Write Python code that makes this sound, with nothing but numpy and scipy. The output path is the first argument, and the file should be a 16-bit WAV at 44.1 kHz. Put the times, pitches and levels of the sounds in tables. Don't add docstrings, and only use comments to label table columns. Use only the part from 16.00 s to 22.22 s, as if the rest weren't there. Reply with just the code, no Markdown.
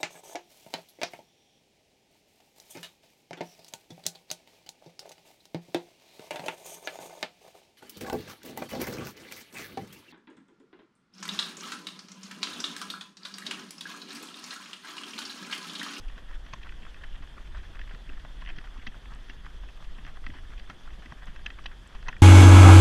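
import sys
import numpy as np
from scipy import signal
from scipy.io import wavfile
from scipy.ndimage import uniform_filter1d

SR = 44100
rng = np.random.default_rng(int(sys.argv[2]) if len(sys.argv) > 2 else 0)


def transcribe(signal):
    frames = np.atleast_2d(signal).T
    limited = np.clip(frames, -1, 1)
    pcm = np.round(limited * 32767).astype(np.int16)
    wavfile.write(sys.argv[1], SR, pcm)


def boost_factor(decibels):
    exponent = np.asarray(decibels, float) / 20
    return 10 ** exponent


N = 274302


def read(points, hz):
    f, value = np.transpose(points)
    return np.interp(np.log(hz + 1), np.log(f + 1), value)


def curve(rows):
    s, *columns = np.transpose(rows)
    return [boost_factor(np.interp(np.arange(N) / SR, s, db)) for db in columns]


def evened(x):
    return x / np.sqrt(np.mean(x ** 2) + 1e-20)


def peaked(x):
    return x / (abs(x).max() + 1e-12)


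def crested(x):
    loudest = uniform_filter1d(x ** 2, size=220).max(-1, keepdims=True)
    return x / np.sqrt(loudest + 1e-20)


def add(mix, s, sound):
    part = mix[round(s * SR):][:len(sound)]
    part += sound[:len(part)]


def band(x, lo_hz, hi_hz):
    return signal.sosfilt(signal.butter(2, [lo_hz, hi_hz], "band", fs=SR, output="sos"), x)


def low_pass(x, order, hz):
    return signal.sosfilt(signal.butter(order, hz, fs=SR, output="sos"), x)


def ring(x, hz, width):
    r = np.exp(-np.pi * width / SR)
    return 2 * signal.lfilter([1 - r], [1, -r * np.exp(2j * np.pi * hz / SR)], x).real


def noise(points, size, patchy_db):
    hz = np.fft.rfftfreq(size, 1 / SR)
    a, b, patches = rng.standard_normal((N * 4 // size + 5, len(hz), 3)).T
    patches = uniform_filter1d(patches, size=8, axis=0)
    patches = evened(uniform_filter1d(patches, size=8, axis=1))
    level_db = read(points, hz)[:, None] + patchy_db * patches
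    z = (a + 1j * b) * boost_factor(level_db)
    return evened(signal.istft(z, nperseg=size, noverlap=size * 3 // 4)[1][:N])


LEAD = 1323
# touch t/s, slap level/dB (rms of the loudest 5 ms),
# hardness/dB, grit level/dB (likewise), length/s (sets the decay of the press)
SOLE_CONTACTS = [(0.077, -61, 13.5, -63, 0.014), (0.093, -57, 1, -71, 0.0054),
                 (0.175, -46.5, -4, -61, 0.0061), (0.304, -56.5, -13, -73, 0.0055),
                 (0.329, -53.5, 1, -67, 0.0026), (0.337, -56, -2, -64, 0.0068), (0.46, -51, 0, -63, 0.0067),
                 (0.526, -49, 3.5, -59, 0.004), (0.532, -42.5, -2.5, -48.5, 0.0061),
                 (0.611, -57, 0, -74, 0.0046), (0.628, -52.5, 7.5, -59, 0.0069),
                 (0.659, -53.5, -6, -75, 0.0038), (0.6883, -49.5, 7, -66, 0.0015),
                 (0.719, -50, -2, -64, 0.002), (0.816, -59, 9, -68, 0.0035), (0.826, -56, 6, -69, 0.0041),
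                 (0.847, -47.5, -3, -72, 0.0042), (0.862, -50, -6, -74, 0.0036),
                 (0.94, -50, 1, -68, 0.0068), (0.961, -58, -11.5, -72, 0.006),
                 (1.035, -44.5, 0, -63, 0.006), (1.219, -51, -3, -65, 0.024), (1.27, -52, -1, -74, 0.0024),
                 (1.376, -53, -4, -73, 0.0069), (1.468, -61, 12.5, -75, 0.0048),
                 (1.542, -47.5, -6, -65, 0.022), (1.567, -52.5, 1, -60, 0.039),
                 (1.629, -54, -3, -70, 0.022), (1.75, -51.5, 2, -63, 0.006),
                 (1.789, -44.5, -0.5, -60, 0.0039), (1.81, -49, 3, -62, 0.0069),
                 (1.872, -51, -2, -74, 0.0027), (1.89, -52, 2, -72, 0.0046), (1.905, -51, -3, -75, 0.015),
                 (1.944, -50, -2, -60.5, 0.0028), (2.089, -54, 11, -74, 0.0042),
                 (2.129, -52, 0, -68, 0.004), (2.172, -61, -9, -72, 0.0073), (2.192, -55, 1, -62.5, 0.03),
                 (2.246, -47, -5, -66, 0.0029), (2.405, -57, 2, -64, 0.012),
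                 (2.415, -46.5, -1.5, -63, 0.0083), (2.446, -54, 4, -64, 0.005),
                 (2.458, -47, 4, -61, 0.0031), (2.469, -44.5, 3.5, -69, 0.011),
                 (2.486, -43, 2.5, -61, 0.002), (2.494, -42.5, -3, -61, 0.011), (2.56, -53, -1, -60, 0.004),
                 (2.582, -46.5, 4.5, -54, 0.0042), (2.606, -54, -4, -70, 0.005),
                 (2.637, -49.5, -4, -63, 0.013), (2.772, -56, 5, -63, 0.011), (2.859, -54, -4, -69, 0.012),
                 (2.865, -39.5, 1, -47, 0.0085), (2.946, -56.5, -6, -77, 0.0038),
                 (3.053, -49.5, -2.5, -77, 0.0044), (3.133, -53, 1, -61, 0.0036),
                 (3.281, -54, -2, -71, 0.012), (3.292, -46.5, 1.5, -56.5, 0.017),
                 (3.454, -53.5, 5, -62, 0.01), (3.632, -53, -7.5, -73, 0.0055), (3.683, -51, 1, -69, 0.011),
                 (3.84, -62, 13, -63, 0.011), (3.98, -49.5, -1, -73, 0.013),
                 (4.045, -47.5, 0.5, -62, 0.0095), (4.062, -46.5, -2.5, -59, 0.0032),
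                 (4.071, -49.5, -4, -65, 0.025), (4.168, -50, -9, -80, 0.0026),
                 (4.237, -50, -4, -68, 0.0065), (4.262, -40.5, 0.5, -54, 0.0028),
                 (4.298, -51, 2, -70, 0.0038), (4.334, -49.5, -5, -65, 0.039),
                 (4.381, -49.5, -2, -69, 0.0079), (4.531, -59, -11, -72, 0.0047),
                 (4.573, -55, 9, -64, 0.015), (4.593, -51, 3, -56, 0.0021),
                 (4.696, -42.5, -2.5, -53, 0.0014), (4.869, -56.5, -11, -75, 0.0024),
                 (4.9, -52, 0, -71, 0.0057), (4.925, -59, 4, -76, 0.005), (5.017, -50, -3.5, -66, 0.022),
                 (5.054, -51.5, 2, -61, 0.0049), (5.12, -49, -9, -60, 0.0016),
                 (5.219, -61, -10, -74, 0.0027), (5.266, -48, -3, -61, 0.0088),
                 (5.278, -52, -5, -71, 0.0047), (5.358, -49.5, 1.5, -62, 0.0043),
                 (5.459, -42, 0, -48.5, 0.0072), (5.476, -53, -2, -75, 0.0074),
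                 (5.5, -45, 2, -56.5, 0.0033), (5.584, -46.5, -4.5, -67, 0.0058),
                 (5.636, -56, 5, -62, 0.015), (5.6576, -41.5, 7.5, -47.5, 0.0047),
                 (5.946, -50.5, 1, -61, 0.014), (6.024, -49, -3.5, -61, 0.0019),
                 (6.07, -46.5, -8, -67, 0.0058), (6.0805, -37.5, -4, -45.5, 0.0054),
                 (6.089, -48.5, -10, -70, 0.011), (6.124, -46, -3, -65, 0.0015),
                 (6.162, -54, -1, -67.5, 0.0042)]


def near_steps():
    out = np.zeros(N)
    s, slap_db, hard_db, grit_db, length = np.transpose(SOLE_CONTACTS)[..., None]
    flank_db = slap_db - 5.5
    levels_db = slap_db, flank_db - hard_db, flank_db + hard_db, grit_db
    grit = rng.standard_normal((len(SOLE_CONTACTS), SR // 10))
    for at, sound in zip(s[:, 0], contact(grit, levels_db, length)):
        add(out, at - LEAD / SR, sound)
    return out


FLAT_S, SNAP_S, SNAP_DB = 0.0017, 0.00028, -4
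LOUD_DB, SOFTEN = -37, 0.8
# low f/Hz, high f/Hz
CONTACT_BANDS = [(1460, 2360), (635, 1783), (2386, 3262), (3710, 6500)]


def contact(grit, levels_db, length):
    t = (np.arange(grit.shape[1]) - LEAD) / SR - FLAT_S
    after = np.maximum(t, 0)
    rise = SNAP_S * boost_factor(SOFTEN * (LOUD_DB - levels_db[0]))
    press_s = np.clip(0.84 * length, .001, .03)
    crest = np.tanh(after / rise) * np.exp(-(after / press_s) ** 1.4)
    snap = boost_factor(SNAP_DB) * after / rise * np.exp(1 - after / rise)
    brush = boost_factor(np.where(t < 0, -24 + 60 * t / 0.21, -18 - 60 * t / 0.12))
    heard = case(grit * (crest + snap + brush))
    out = 0
    for db, part in zip(levels_db, CONTACT_BANDS):
        out = out + boost_factor(db) * crested(band(band(heard, *part), *part))
    return out


# f/Hz, width/Hz, level/dB (gain)
CASE_MODES = [(660, 210, 0), (789, 57, 1.5), (1040, 310, -1.5), (1720, 263, 8.5), (1898, 255, 7.5),
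              (2638, 54, -5), (3194, 144, 2), (3400, 1070, -8), (3830, 140, -20), (4700, 133, -13.5),
              (5740, 250, -15.5), (6235, 200, -15.5)]


def case(x):
    modes = 0
    for k, (hz, width, db) in enumerate(CASE_MODES):
        mode = ring(ring(x, hz, width), hz, 3 * width)
        modes = modes + (-1) ** k * boost_factor(db) * mode
    between = boost_factor(-12.0) * band(x, 320, 2430)
    between += boost_factor(-40) * band(band(x, 3600, 3800), 3600, 3800)
    return low_pass(modes + between, 8, 6700)


KNOCK_RISE_S, KNOCK_FALL_S = .0008, .0023
# crest t/s, level/dB (envelope peak before roughening), f/Hz
SOLE_KNOCKS = [(0.5365, -35, 1070), (0.5363, -37, 2510), (0.5365, -47, 4700), (0.5365, -43.5, 6280),
               (0.5426, -43, 1000), (0.3131, -46, 1040), (0.331, -42.5, 1850), (0.356, -47, 1500),
               (0.6333, -47, 2600), (0.6335, -51, 1800), (0.6335, -52, 3600), (0.668, -45, 1370),
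               (0.672, -48, 1500), (0.743, -53, 1700), (0.822, -50, 2780), (0.834, -49, 2730),
               (0.8529, -43, 1916), (0.8682, -44, 1370), (1.0364, -43, 1720), (1.3824, -45.5, 1210),
               (1.5499, -45, 1100), (1.5645, -54, 1600), (1.653, -52, 1700), (1.7933, -52, 1840),
               (1.8154, -40, 1850), (1.9125, -50, 1720), (1.047, -50, 1450), (1.054, -54, 1250),
               (2.178, -51, 1230), (2.2506, -47, 700), (2.4243, -41, 1060), (2.464, -47, 2920),
               (2.4637, -45, 1950), (2.502, -43, 2530), (2.5871, -41, 1916), (2.5868, -42, 1460),
               (2.582, -45, 1700), (2.615, -47, 1160), (2.76, -44, 1200), (2.7707, -46, 1140),
               (2.797, -51, 2900), (2.8665, -42, 1710), (2.87, -41, 1950), (2.8738, -37.5, 2660),
               (2.8698, -45, 4770), (2.945, -45, 1440), (3.2988, -43, 1880), (3.305, -42.5, 2740),
               (3.464, -42, 1216), (4.268, -36.5, 1927), (4.2665, -42, 1310), (4.3024, -45, 1920),
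               (4.368, -48, 1800), (4.598, -50, 1900), (4.701, -42, 1350), (4.7035, -47, 2605),
               (4.878, -44, 1360), (5.061, -42.5, 2010), (5.1223, -38.5, 1070), (5.1226, -42, 1830),
               (5.362, -50, 1910), (5.4622, -30.5, 1714), (5.4645, -29.5, 2655), (5.468, -40, 2630),
               (5.472, -39, 1750), (5.462, -35, 3120), (5.4635, -48, 6170), (5.504, -37, 1850),
               (5.506, -41, 2550), (5.5932, -46, 1220), (5.6585, -40.5, 800), (5.659, -40, 1120),
               (5.6586, -37, 1840), (5.6615, -33.5, 1860), (5.6605, -39, 2720), (5.6618, -38, 2890),
               (5.6642, -39, 3220), (5.6595, -38, 3890), (5.66, -45, 5640), (5.952, -40.5, 1000),
               (6.074, -44, 1840), (6.0838, -36, 1500), (6.075, -58, 5500), (6.0875, -59, 7300),
               (6.086, -29.5, 1014), (6.087, -41, 706), (6.0864, -32, 1950), (6.0883, -28.5, 2610),
               (6.0868, -35, 3150), (6.087, -43.5, 6235), (6.097, -42, 1040), (6.1296, -36.5, 1790),
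               (6.167, -40.5, 1860), (6.1673, -45, 2430)]


def knocks():
    out, t = np.zeros(N), np.arange(SR // 40) / SR
    shape = peaked((1 - np.exp(-t / KNOCK_RISE_S)) ** 2 * np.exp(-t / KNOCK_FALL_S))
    phases = rng.random(len(SOLE_KNOCKS))
    roughs = rng.standard_normal((len(SOLE_KNOCKS), len(t)))
    for (s, db, hz), phase, rough in zip(SOLE_KNOCKS, phases, roughs):
        uneven = evened(signal.oaconvolve(rough, np.hanning(100), "same"))
        tone = np.sin(2 * np.pi * (hz * t + phase))
        add(out, s - t[shape.argmax()], boost_factor(db) * shape * (1 + 0.38 * uneven) * tone)
    return low_pass(out, 6, 7600)


GRAINS_PER_S = 260
# middle
# t/s, level/dB (rms of the sole ring before its swell), sole ring f/Hz, length/s (between points 19 dB down)
SOFT_LANDINGS = [(0.318, -52.5, 1330, 0.071), (0.659, -52, 1360, 0.044), (1.041, -45, 1720, 0.022),
                 (1.149, -58.5, 2920, 0.1), (1.38, -54, 1240, 0.048), (1.571, -55, 1300, 0.07),
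                 (1.753, -48, 1450, 0.046), (2.095, -52.5, 1570, 0.072), (2.412, -60, 1730, 0.036),
                 (2.494, -56.5, 1720, 0.19), (2.671, -58.5, 1450, 0.08), (2.775, -52.5, 1200, 0.064),
                 (2.822, -56, 2200, 0.03), (3.124, -54.5, 1110, 0.082), (3.459, -49.5, 1280, 0.05),
                 (3.816, -56.5, 1040, 0.071), (4.164, -47, 1460, 0.015), (4.355, -57, 1750, 0.091),
                 (4.527, -52.5, 1370, 0.082), (4.701, -48, 1290, 0.055), (4.871, -58, 1320, 0.052),
                 (5.236, -54, 1450, 0.063), (5.582, -58, 1230, 0.025), (5.728, -52, 1500, 0.045),
                 (5.903, -57, 1490, 0.04), (5.95, -59, 1040, 0.092)]


def scuffs():
    out, t, u = np.zeros(N), np.arange(-SR // 10, SR // 10) / SR, np.arange(300) / SR
    grain = u * np.exp(-u / 0.00052)
    draws = rng.random((len(SOFT_LANDINGS), 3, len(t)))
    for (s, db, hz, length), (rub, chance, size) in zip(SOFT_LANDINGS, draws):
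        caught = (chance < GRAINS_PER_S / SR) * boost_factor(-4.5 * np.log(size + 0.09))
        grains = evened(signal.oaconvolve(caught, grain)[:len(t)])
        grainy = (rub - .5) * (0.23 + grains)
        sole = evened(ring(ring(grainy, hz, 820), hz, 1100)) + 0.19 * evened(case(grainy))
        swell = np.exp(-(t / (0.34 * length)) ** 2)
        add(out, s + t[0], boost_factor(db) * sole * swell)
    return out


# onset t/s, peak level/dB, f/Hz
BRIGHT_TICKS = [(0.3524, -58, 6720), (3.1487, -53, 7760), (5.256, -52.5, 6790), (5.874, -51, 7800),
                (6.1814, -57, 7800)]


def ticks():
    out, t = np.zeros(N), np.arange(SR // 50) / SR
    bursts = rng.standard_normal((len(BRIGHT_TICKS), len(t)))
    for (s, db, hz), burst in zip(BRIGHT_TICKS, bursts):
        flick = burst * t * np.exp(-t / 0.00091)
        add(out, s, boost_factor(db) * peaked(ring(ring(flick, hz, 2000), hz, 2000)))
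    return out


PUSH_RISE_S, ROLL_RISE_S = 0.0046, 0.007
# (starts 12 % above, sags through it after 10 ms)
HEEL_THUDS = [(0.161, -46.5, 192), (0.46, -49.5, 171), (0.531, -41, 112), (0.818, -48.5, 184),
              (1.205, -45.5, 129), (1.695, -48, 133), (1.936, -40, 143), (2.089, -45.5, 284),
              (2.13, -47, 230), (2.24, -43.5, 143), (2.575, -40.5, 146), (2.781, -47, 246),
              (2.869, -41, 222), (2.955, -50, 109), (3.294, -43.5, 276), (3.37, -49, 132), (3.98, -46, 209),
              (4.045, -47.5, 281), (4.263, -48, 110), (4.266, -49, 262), (4.29, -37, 65), (4.299, -43, 130),
              (4.35, -46, 298), (4.694, -46, 133), (4.703, -42.5, 264), (4.983, -46, 164),
              (5.056, -45.5, 248), (5.117, -42, 140), (5.281, -43.5, 153), (5.459, -47, 213),
              (5.87, -54, 113), (6.084, -42.5, 129), (6.164, -51, 150)]


def thuds():
    out, t = np.zeros(N), np.arange(SR // 8) / SR
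    shape, roll = (t / rise * np.exp(1 - t / rise) for rise in (PUSH_RISE_S, ROLL_RISE_S))
    puffs = rng.standard_normal((len(HEEL_THUDS), len(t)))
    for (s, db, hz), puff in zip(HEEL_THUDS, puffs):
        push = np.sin(2 * np.pi * hz * t * (1.12 - 6.2 * t))
        low_puff = evened(band(band(puff, 73, 292), 88, 300))
        add(out, s, boost_factor(db) * peaked(shape * push + 0.48 * roll * low_puff))
    return out


FAR_STEPS_PER_S = 90
# t/s, level/dB
PATTER_LEVEL = [(0.0, -60.5), (0.48, -63.5), (1.14, -62), (1.39, -66), (2.13, -64.5), (2.65, -62.5),
                (3.69, -66.5), (4.61, -73.5), (5.21, -60), (6.22, -67)]


def far_pack():
    heights = boost_factor(6.8 * np.minimum(rng.exponential(1, N), 3))
    blows = heights * (rng.random(N) < FAR_STEPS_PER_S / SR)
    t = np.arange(SR // 10) / SR
    swells = evened(signal.oaconvolve(blows, t * np.exp(-t / 0.0037))[:N])
    patter = (0.16 + .5 * swells) * rng.standard_normal(N)
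    return curve(PATTER_LEVEL)[0] * evened(band(case(patter), 780, 4100))


# t/s, deepest rumble level/dB, upper rumble level/dB, roar level/dB
WIND_GUSTS = [(0.0, -42, -60, -58), (0.07, -34.5, -39.5, -61), (0.22, -48, -48, -63),
              (0.35, -33, -43.5, -59), (0.53, -48, -48, -59), (0.74, -37.5, -44, -56),
              (0.99, -47.5, -49, -64), (1.12, -34, -38, -60), (1.18, -41, -51, -58), (1.26, -39, -47, -60),
              (1.32, -49.5, -51, -59), (1.59, -39, -38, -56), (1.66, -48, -50, -59.5),
              (1.85, -34.5, -42.5, -58), (2.01, -51, -44.5, -61.5), (2.13, -34.5, -41.5, -61),
              (2.27, -44.5, -48.5, -62), (2.49, -36, -41, -54), (2.55, -33, -53, -54),
              (2.61, -45.5, -42.5, -62.5), (2.91, -37, -46, -58.5), (3.01, -55, -45.5, -60),
              (3.17, -40.5, -41, -59), (3.27, -44, -50, -58), (3.62, -44, -37, -58.5),
              (3.72, -43.5, -49, -58.5), (3.86, -35.5, -43, -60.5), (4.07, -41.5, -48, -57.5),
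              (4.28, -35.5, -45, -62), (4.38, -43, -53, -57), (4.59, -37.5, -43, -59.5),
              (4.8, -47.5, -63, -59), (4.92, -35, -40, -59), (5.09, -54.5, -50.5, -61.5),
              (5.3, -36.5, -44.5, -58), (5.33, -39, -48.5, -56.5), (5.58, -47.5, -44, -58),
              (5.68, -37, -46, -55.5), (5.75, -54, -42, -59), (5.91, -67, -59, -59), (5.96, -34, -42, -59),
              (6.08, -35.5, -42, -58), (6.13, -43, -48, -55), (6.22, -39, -49, -62)]
# t/s, level/dB
FLUTTER_LEVEL = [(0.0, -66), (0.03, -54.5), (1.02, -56.5), (1.07, -58), (1.18, -58), (1.75, -54),
                 (1.85, -63), (2.22, -47.5), (2.27, -66), (2.37, -57), (2.93, -52.5), (2.98, -66),
                 (3.05, -55.5), (3.76, -70), (4.26, -51), (4.3, -46), (4.35, -57.5), (4.88, -61),
                 (4.92, -51), (5.39, -58), (6.19, -57), (6.22, -46)]
# f/Hz, level/dB (per Hz)
DEEP_SHAPE = [(4.7, -29), (9, 1.5), (21, -1), (30, -9), (45, -41), (80, -120)]
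RUMBLE_SHAPE = [(12, -59), (25, -9), (38, -0.5), (52, -8), (65, -22.5), (85, -40), (120, -70), (210, -120)]
FLUTTER_SHAPE = [(40, -31), (56, 2), (68, -4.5), (85, -8.5), (110, -33), (200, -120)]
ROAR_SHAPE = [(50, -23), (85, -6.5), (107, -3), (420, -18.5), (550, -64), (920, -120)]


def wind():
    deep, rumble, roar = curve(WIND_GUSTS)
    out = deep * lumps(DEEP_SHAPE) + rumble * lumps(RUMBLE_SHAPE)
    out += curve(FLUTTER_LEVEL)[0] * noise(FLUTTER_SHAPE, size=4096, patchy_db=3.0)
    return out + roar * noise(ROAR_SHAPE, size=2048, patchy_db=1.43)


def lumps(points):
    x = noise(points, size=8192, patchy_db=-0.14)
    power = uniform_filter1d(x ** 2, size=3500)
    return evened(x / (power + 0.2) ** 0.36)


HISS_DB = -57
# f/Hz, level/dB (per Hz)
HISS_SHAPE = [(150, -8), (300, -4.5), (850, -7.5), (1700, -7), (2300, -13), (2900, -9.5), (3300, -5.5),
              (3560, -7.5), (3720, -16), (4500, -18), (6200, -21), (6700, -24), (10500, -30.5),
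              (12600, -36), (15000, -41)]


def hiss():
    flicker = uniform_filter1d(rng.standard_normal(N), size=900)
    flicker = evened(uniform_filter1d(flicker, size=900))
    return boost_factor(HISS_DB + 0.66 * flicker) * noise(HISS_SHAPE, size=512, patchy_db=1.55)


def scene():
    near = near_steps() + knocks() + scuffs() + ticks() + thuds()
    return (near + far_pack() + wind() + hiss())[None]


def top_cut(x):
    return signal.sosfilt(signal.butter(12, 15150, fs=SR, output="sos"), x)


def record(dry):
    edge = signal.firwin(1023, 15100, window=("kaiser", 9), fs=SR)
    padded = np.pad(dry, ((0, 0), (511, 511)), "reflect")
    mix = signal.oaconvolve(padded, edge[None], "valid")
    return top_cut(mix)


dry = scene()
out = record(dry)
transcribe(out)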